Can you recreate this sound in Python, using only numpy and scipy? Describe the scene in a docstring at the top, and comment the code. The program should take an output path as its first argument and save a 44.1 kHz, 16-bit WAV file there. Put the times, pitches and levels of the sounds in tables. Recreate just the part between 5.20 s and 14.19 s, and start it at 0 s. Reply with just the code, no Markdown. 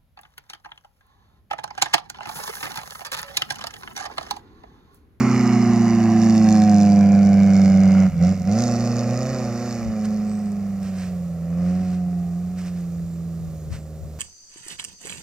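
"""Off-roader on a sand dune

A small four-cylinder off-roader climbs a dune, lifts off twice, revs up again and fades over the crest.
Harmonics of the firing rate hum and boom, and side tones make them lope; two tailpipe resonances bark.
Noise chopped by the firings makes a rasp and puffs of hiss that echo off the sand.
Close by, shaped noise makes shuffling feet, ticks and a light breeze; noisy sines make faint squeaks."""
import sys
import numpy as np
from scipy import signal
from scipy.fft import rfft, irfft, next_fast_len
from scipy.io import wavfile
from scipy.ndimage import map_coordinates

SR = 44100
rng = np.random.default_rng(int(sys.argv[2]) if len(sys.argv) > 2 else 0)


def wav_out(sig):
    """Save sig, one row per channel (or a flat mono array), as 16-bit PCM at SR to the path in sys.argv[1]."""
    wavfile.write(sys.argv[1], SR, np.round(np.clip(np.atleast_2d(sig).T, -1, 1) * 32767).astype(np.int16))


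N = 396459
TIME = np.arange(N) / SR  # s

# engine speed: t/s, firing rate/Hz
SPEED = [(0, 127.6), (.3, 121.4), (.75, 114), (.92, 112), (1.06, 112.3), (1.6, 102.3), (1.9, 99.5),
         (2.05, 99.7), (2.57, 95.8), (2.85, 95.3), (2.98, 83.5), (3.13, 96.6), (3.24, 89.4), (3.42, 120.5),
         (3.58, 117.6), (3.93, 120.7), (4.11, 131.4), (4.31, 117.7), (4.47, 121), (4.78, 106.8), (5.2, 104),
         (5.41, 100), (5.65, 96.3), (5.9, 90), (6.2, 83.6), (6.6, 92), (7.1, 86.4), (7.35, 90.6),
         (7.67, 86), (7.84, 85), (8.24, 82.6), (8.42, 78), (8.77, 77.6), (8.99, 77)]


def car():
    """One crankshaft, turning a little unsteadily, drives every part of the engine's sound."""
    # how raggedly the cylinders fire: t/s, raggedness 0-1
    raggedness = [(0, .7), (.8, 0.45), (1.25, .13), (3.35, 0.34), (3.6, 0.41), (4.5, 0.29), (4.85, 0.32),
                  (6.1, .4), (6.4, .17), (8.99, .25)]
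    firing_hz, = curves(SPEED)
    sputter, = curves(raggedness)
    # share of the gas that comes in puffs; ragged firing and the crest smooth it out
    puffed = 0.94 - 0.84 * sputter - 0.35 * behind_crest()
    speed_hz = firing_hz * (1 + 0.00259 * drift(23.4))
    cycle = np.cumsum(speed_hz) / SR / 4  # four-stroke cycles so far, four firings in each
    tones = drone(cycle)
    pipes = bark(cycle, sputter, sputter, puffs(cycle, puffed))
    return tones + pipes + gas(cycle, puffed)


def drone(cycle):
    """Four firings a cycle give hum, boom and overtones; unequal cylinders add side tones that throb."""
    # first and third firing harmonics, foot down: t/s, hum level/dB, third level/dB
    harmonics = [(0, -23, -33.5), (.75, -25, -27), (1.4, -26.5, -28.5), (2, -27.5, -37), (3.9, -25, -39),
                 (4.6, -35.5, -40), (4.85, -40, -59), (6.1, -40, -58), (6.5, -33.5, -43), (7.2, -43.5, -56),
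                 (8.99, -38, -60)]
    # the exhaust booms most at low revs: f/Hz, gain/dB
    boom_response = [(150, -3), (175, 4), (192, -0.73), (210, -4.5), (222, -5), (242, -9), (260, -14)]
    # side tones ahead of the silencer: multiple of the cycle rate, level against the lope/dB
    side_tones = [(2, -30.5), (3, -27.5), (5, -32), (6, -13.5), (7, -0.5), (9, -9.5), (10, -15.5),
                  (11, -11), (13, -20.5), (14, -24), (15, -26)]
    # the silencer cancels a narrow band: f/Hz, gain/dB
    silencer = [(225, 2), (250, -2.5), (275, -11), (305, -9), (330, -4), (380, 1.5), (450, -4)]
    # low turbulence under the hum: f/Hz, level/dB
    rumble_spectrum = [(20, -6), (45, -1.5), (80, 1), (140, 6.5), (220, 15.5), (330, -14), (450, -12.5),
                       (800, -28.5)]
    # second harmonic, side tones, fourth harmonic: level/dB, throttle slope/(dB per dB),
    # speed slope/(dB per octave), driving away/(dB per s), behind the crest/dB, off the throttle/dB
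    boom_part = (-3.9, 1.1, 0, -2.85, -.4, -20)
    lope_part = (-25.5, 0.57, 21.5, -3.0, -2, 3.5)
    fourth_part = (-51.5, 2, -4, 0.93, -4, -15)

    firing = 4 * cycle
    off = lifted()
    hum_db, third_db = curves(harmonics) + np.outer([-10.5, -20], off)  # dB lost off the throttle
    lope_db, fourth_db = level_db(lope_part), level_db(fourth_part)
    boom_db = level_db(boom_part) + read(boom_response, 2 * curves(SPEED)[0])

    hum = gain_of(hum_db + 0.88 * drift(20)) * np.cos(2 * np.pi * firing)
    boom_wander_db = (0.59 + 5 * off) * drift(37)  # off the throttle the engine fires unsteadily
    boom = gain_of(boom_db + boom_wander_db) * np.sin(2 * np.pi * 2 * firing)
    overtones = 0
    for k, db in enumerate((third_db, fourth_db), 3):
        overtones = overtones + gain_of(db + 1.4 * drift(12)) * np.cos(2 * np.pi * k * firing)
    sides = 0
    for k, db in side_tones:
        tone = np.cos(2 * np.pi * (k * cycle + rng.random()))
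        sides = sides + gain_of(db + 1.6 * drift(7.6)) * tone
    sides = filtered(sides, lambda f: gain_of(read(silencer, f)))
    rumble = gain_of(hum_db - 11.5) * coloured(port_noise(), rumble_spectrum)
    return np.sqrt(2) * (hum + boom + overtones + gain_of(lope_db) * sides) + rumble


def bark(cycle, uneven, rough, flow):
    """Firing pulses and turbulence ring two tailpipe resonances, which swell as a harmonic sweeps through."""
    # the two resonances: f/Hz, level/dB
    lower_pipe = [(290, -31.5), (380, -5.5), (440, -6), (490, 1.5), (540, 10), (600, 2.5), (660, 1),
                  (730, -44.5)]
    upper_pipe = [(590, -35), (670, -3), (730, 10), (770, -1), (830, -13.5), (920, -36.5), (1080, -32),
                  (1300, -31.5)]
    # their levels, foot down: t/s, lower level/dB, upper level/dB
    pipe_levels = [(0, -42.5, -41.5), (.6, -45.5, -32.5), (1.3, -34.5, -25.5), (1.9, -29.5, -29),
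                   (2.7, -30.5, -34.5), (3.1, -33.5, -37), (3.38, -29.5, -31.5), (4.1, -29, -40),
                   (5.3, -46, -47), (6.1, -44.5, -52), (6.45, -38.5, -47), (7.05, -57, -43.5),
                   (7.33, -53.5, -57), (8.99, -50.5, -63)]
    pulses = np.zeros(N)
    for k in range(8, 60):  # harmonics of the cycle; every fourth is a firing harmonic
        between = k % 4 != 0
        size = uneven * gain_of(1.8 * drift(9)) if between else 1
        phase = between * rng.uniform(0, 2 * np.pi)
        pulses += size * np.cos(2 * np.pi * k * (cycle - 1 / 8) + phase)
    turbulence = flow * rng.standard_normal(N)
    rough = np.clip(rough, 0, 1)
    lift_db = -14 * lifted()
    out = 0
    for pipe, pipe_db in zip((lower_pipe, upper_pipe), curves(pipe_levels)):
        ring = (1 - rough) * coloured(pulses, pipe) + rough * coloured(turbulence, pipe)
        out = out + gain_of(pipe_db + lift_db) * ring
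    return out


def gas(cycle, puffed):
    """Escaping exhaust: a rasp and a sharper hiss, chopped by the firings, every other puff stronger."""
    # spectra of the coarse rasp, the keen rasp and the hiss: f/Hz, level/dB
    coarse_rasp = [(300, -21), (450, -3), (800, 3), (930, -2.5), (1100, 1), (1400, -1), (1750, -4.5),
                   (2250, -5), (2550, -9.5), (2900, -9.5), (3200, -30), (4500, -37.5)]
    keen_rasp = [(500, -12.5), (800, -10), (1000, -1), (1300, -3), (1900, -6.5), (2300, 0), (2600, -11),
                 (2950, -10.5), (3200, -21), (4500, -24.5)]
    hiss_spectrum = [(2800, -48), (3200, -21), (3550, -10.5), (4000, -8.5), (4500, -2), (5200, 1.5),
                     (6300, -2), (7200, -4.5), (8000, -20), (9000, -26.5), (11000, -24), (15500, -41.5)]
    # rasp and hiss: level/dB, throttle slope/(dB per dB), speed slope/(dB per octave),
    # driving away/(dB per s), behind the crest/dB, off the throttle/dB
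    rasp_part = (-37, 0, 16, -1.66, -5.5, -7.5)
    hiss_part = (-44, 0.71, 25.5, -0.71, -10, -4)
    # the escaping gas flares up: t/s, half length/s, rasp gain/dB, hiss gain/dB
    flares = [(0.094, 0.22, 2, -1.5), (1.026, .07, 0.5, 2), (1.3, 0.27, 0, 6), (1.661, 0.14, -1, 4),
              (2.42, 0.14, 1.5, 6.5), (2.78, .16, 5.5, 3.5), (3.063, 0.061, 2.5, 10), (3.386, 0.13, 0, 5),
              (4.481, .18, 1, 5.5), (6.499, 0.22, 7.5, 5)]
    rasp_db, hiss_db = level_db(rasp_part), level_db(hiss_part)
    for s, half, rasp_gain_db, hiss_gain_db in flares:
        flare = swell(s, half, half)
        rasp_db = rasp_db + rasp_gain_db * flare
        hiss_db = hiss_db + hiss_gain_db * flare

    # labouring at low revs, the rasp turns keen
    keen_below_hz, keen_full_hz = 118, 92  # firing rate
    labouring = np.clip((keen_below_hz - curves(SPEED)[0]) / (keen_below_hz - keen_full_hz), 0, 1)
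    keen = labouring * (1 - behind_crest())

    limp = gain_of(0.65 * np.sin(2 * np.pi * 2 * cycle))  # one swing per two firings
    flow = limp * jet(cycle, 0.33 * puffed) * puffs(cycle, 0.42 * puffed, width=0.093)
    spit = limp * jet(cycle, 0.12 * puffed) * puffs(cycle, 1.005 * puffed, width=0.13)
    rasp = (1 - keen) * coloured(flow, coarse_rasp) + keen * coloured(flow, keen_rasp)
    hiss = coloured(spit, hiss_spectrum)
    return sand_echo(gain_of(rasp_db) * rasp + gain_of(hiss_db) * hiss)


def puffs(cycle, share, width=0.32, scatter_db=4.5):
    """Gas flow: a burst as each exhaust valve opens, of random strength, over a steady stream."""
    firing = 4 * cycle
    burst = np.exp(-((firing % 1 - .5) / width) ** 2)  # width in firing periods
    strength = gain_of(scatter_db * rng.uniform(-1.5, 1.5, 2000))[firing.astype(int)]
    share = np.clip(share, 0, 1)
    return np.sqrt(1 - share + share * evened(burst * strength) ** 2)


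def jet(cycle, buzz):
    """Turbulence, of which the share buzz repeats from firing to firing and changes shape only slowly."""
    shapes = rng.standard_normal((40, 360))  # successive shapes, points per firing
    age = TIME * 3  # three new shapes a second
    angle = (4 * cycle % 1) * shapes.shape[1]
    repeating = evened(map_coordinates(shapes, [age, angle], order=3, mode="grid-wrap"))
    buzz = np.clip(buzz, 0, 1)
    return np.sqrt(buzz) * repeating + np.sqrt(1 - buzz) * port_noise()


def sand_echo(x):
    """The slope returns the sound late; the delay grows to a limit as the car climbs, and jiggles as it bounces."""
    steady_s = np.minimum(.0009 + .00019 * TIME, .00161)
    delay_s = steady_s * (1 + .012 * drift(8))
    strength = .32
    echoed = [c + strength * map_coordinates(c, [(TIME - delay_s) * SR], order=3) for c in x]
    return np.array(echoed) / np.hypot(1, strength)


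def level_db(part):
    """One part's level follows throttle and speed, and falls or rises with distance, crest and lift-off."""
    # how hard the engine pulls: t/s, throttle/dB
    throttle = [(0, -4.5), (.92, -4), (1.05, -1.6), (1.5, -0.5), (2.85, -0.3), (3.03, -3.5), (3.38, 0),
                (4.1, -5), (4.6, -5), (4.9, 0.9), (5.5, -3.5), (5.9, -8), (6.2, -8), (6.5, 0.2), (7.33, -5),
                (8.2, -3.5), (8.99, -8.5)]
    db, per_throttle, per_octave, per_s, crest_db, lift_db = part
    octaves = np.log2(curves(SPEED)[0] / 100)  # against 100 firings per second
    pull_db = per_throttle * curves(throttle)[0] + per_octave * octaves
    away_db = per_s * TIME + crest_db * behind_crest()
    return db + pull_db + away_db + lift_db * lifted()


def lifted():
    """How far the foot is off the throttle, 0-1."""
    # the foot comes off the throttle: t/s, length/s, depth 0-1
    lifts = [(2.872, 0.12, 1), (3.141, 0.13, .85)]
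    pedal_s = .017  # time the throttle takes to shut or open
    step = lambda s: np.tanh((TIME - s) / pedal_s)
    return sum(depth * (step(s) - step(s + length)) / 2 for s, length, depth in lifts)


def behind_crest():
    """How far the dune hides the car, 0-1."""
    start_s, end_s = 3.99, 5.33
    return np.clip((TIME - start_s) / (end_s - start_s), 0, 1)


def shuffles():
    """Sand gives way underfoot in clumps of tiny grains, then trickles to rest."""
    # foot movements: peak t/s, rise/s, fall/s, level/dB
    steps = [(4.856, 0.016, 0.0078, -43.5), (5.665, 0.048, 0.037, -48.5), (5.82, 0.079, 0.07, -46),
             (6.5, 0.099, 0.1, -53.5), (6.66, 0.053, 0.067, -53.5), (6.75, 0.035, 0.019, -54.5),
             (7.395, 0.023, 0.039, -47.5), (7.475, 0.031, 0.022, -49), (7.58, 0.065, 0.067, -57.5),
             (8.539, 0.025, 0.036, -45)]
    # the grains' spectrum: f/Hz, level/dB
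    sand = [(400, -6), (900, 0.5), (1300, 5), (2200, 3.5), (2800, 1), (3400, -5), (4200, -0.5), (5400, 1),
            (7000, -6), (8000, -5.5), (11000, -20), (15000, -28)]
    pressure = 0
    for s, rise, fall, db in steps:
        trickle = 0.17 * swell(s, rise, 3 * fall)
        pressure = pressure + gain_of(db) * (swell(s, rise, fall) + trickle)
    grains = port_noise() * gain_of(1.7 * drift(500))
    return pressure * coloured(grains, sand)


def ticks(decay_s=0.0014):
    """Short, dry, bright clicks close by: noise in sharp bumps."""
    # the clicks: t/s, level/dB
    clicks = [(1.05, -46), (1.158, -38), (1.301, -45), (1.42, -52), (4.855, -42), (5.32, -44), (5.631, -41),
              (7.61, -51), (8.39, -57)]
    strikes = sum(gain_of(db) * swell(s, decay_s / 2, decay_s) for s, db in clicks)
    return strikes * coloured(port_noise(), [(3000, -20), (6000, 8), (12000, -6.5), (15500, -15)])


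def breeze():
    """A quiet wash of air, with low buffets that strike each port separately, the left one harder."""
    # spectrum of the wash: f/Hz, level/dB
    air = [(20, -12), (60, 15.5), (120, 12.5), (280, -6), (400, 6), (700, -2), (900, -16.5), (1120, -9),
           (1600, -19), (2300, -20.5), (3200, -21.5), (4000, -17), (5000, -17.5), (7000, -16),
           (8800, -23.5), (12000, -22.5), (15500, -19.5)]
    # soft buffets ahead of the port trim: t/s, half length/s, level/dB
    buffets = [(2.931, 0.059, -35.5), (3.215, 0.054, -42), (4.674, 0.053, -32), (7.836, .05, -42),
               (8.257, 0.073, -38), (8.526, 0.052, -31.5), (8.83, 0.049, -38)]
    sway = gain_of(.5 * drift(3))
    wash = gain_of(-45) * coloured(port_noise(), air) * sway
    gusts = gain_of(-52) + sum(gain_of(db) * swell(s, half, half) for s, half, db in buffets)
    eddy_spectrum = [(22, -5), (50, 4.5), (85, 11.0), (150, 7), (400, -36)]
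    eddies = coloured(rng.standard_normal((2, N)), eddy_spectrum)
    return wash + gusts * eddies * gain_of([[3], [-5]])  # left, right


def squeaks(width_hz=300):
    """Thin, breathy high tones that come and go: sines multiplied by slow noise."""
    # the squeaks: t/s, half length/s, f/Hz, level/dB
    tones = [(4.55, 0.07, 7900, -66), (5.126, 0.066, 8000, -57), (5.241, 0.085, 8100, -62),
             (7.73, 0.049, 6597, -67), (7.84, .04, 6800, -69), (7.941, 0.054, 7340, -63),
             (8.401, 0.049, 6690, -61), (8.618, 0.052, 7515, -64)]
    out = 0
    for s, half, hz, db in tones:
        breathy = drift(width_hz) * np.sqrt(2) * np.sin(2 * np.pi * hz * TIME)
        out = out + gain_of(db) * swell(s, half, half) * breathy
    return out


def port_noise():
    """White noise at two microphone ports, alike by an amount that depends on frequency."""
    # shared part of the noise: f/Hz, likeness 0-1
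    likeness = [(30, 0.68), (130, 0.86), (700, 0.97), (1400, 0.93), (3100, 0.9), (5500, 1), (7500, 0.25),
                (10000, .25), (15000, .15)]
    a, b = rng.standard_normal((2, N))
    same = lambda f: np.clip(read(likeness, f), 0, 1)
    other = lambda f: np.sqrt(1 - same(f) ** 2)
    return np.array([a, filtered(a, same) + filtered(b, other)])


def drift(rate_hz):
    """Slow random wander of rms one."""
    return evened(filtered(rng.standard_normal(N), lambda f: np.exp(-(f / rate_hz) ** 2)))


def swell(s, rise, fall):
    """A smooth bump in time that peaks at s."""
    return np.exp(-np.minimum(((TIME - s) / np.where(TIME < s, rise, fall)) ** 2, 50))


def coloured(x, spectrum):
    """Gives x a spectrum that falls off steeply beyond its ends; rms one."""
    low_hz, high_hz = spectrum[0][0], spectrum[-1][0]

    def response(f):
        ends = np.minimum(f / low_hz, 1) ** 2 / np.maximum(f / high_hz, 1) ** 2
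        return gain_of(read(spectrum, f)) * ends

    return evened(filtered(x, response))


def filtered(x, response):
    """Filters by a response given as a function of frequency."""
    size = next_fast_len(N + 4096, True)
    return irfft(rfft(x, size) * response(np.fft.rfftfreq(size, 1 / SR)), size)[..., :N]


def read(points, hz):
    """A spectrum joined by straight lines on a log-frequency axis."""
    f, value = np.transpose(points)
    return np.interp(np.log(hz + 1), np.log(f + 1), value)


def curves(rows):
    """Every column of a table, joined by straight lines in time."""
    s, *columns = np.transpose(rows)
    return [np.interp(TIME, s, c) for c in columns]


def evened(x):
    """Scales to an rms of one."""
    return x / np.sqrt(np.mean(x ** 2) + 1e-20)


def gain_of(db):
    """Decibels to amplitude."""
    return 10 ** (np.asarray(db) / 20)


def scene():
    """The car on the dune, and the small sounds near by."""
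    return car() + shuffles() + ticks() + breeze() + squeaks()


def record(dry):
    """The two ports differ in level and phase; then a steep low-pass limits the band."""
    # left minus right: f/Hz, level/dB
    balance = [(60, -1.7), (200, -2.5), (400, -2), (1200, -1.4), (2400, -4), (4400, 1), (8100, -12.5),
               (15000, -3)]
    # phase by which left leads: f/Hz, lead/rad
    lead = [(100, 0.13), (2000, -0.11), (4000, -1.53), (5600, -0.89), (7000, -1.6), (9000, -0.45)]
    edge_hz = 15600
    side = np.array([[.5], [-.5]])  # each port takes half the difference
    tilt = lambda f: gain_of(side * read(balance, f)) * np.exp(1j * side * read(lead, f))
    ports = filtered(dry, tilt)
    low_pass = signal.firwin(511, edge_hz, window=("kaiser", 9), fs=SR)
    return signal.oaconvolve(ports, low_pass[None], "same")


dry = scene()
out = record(dry)
wav_out(out)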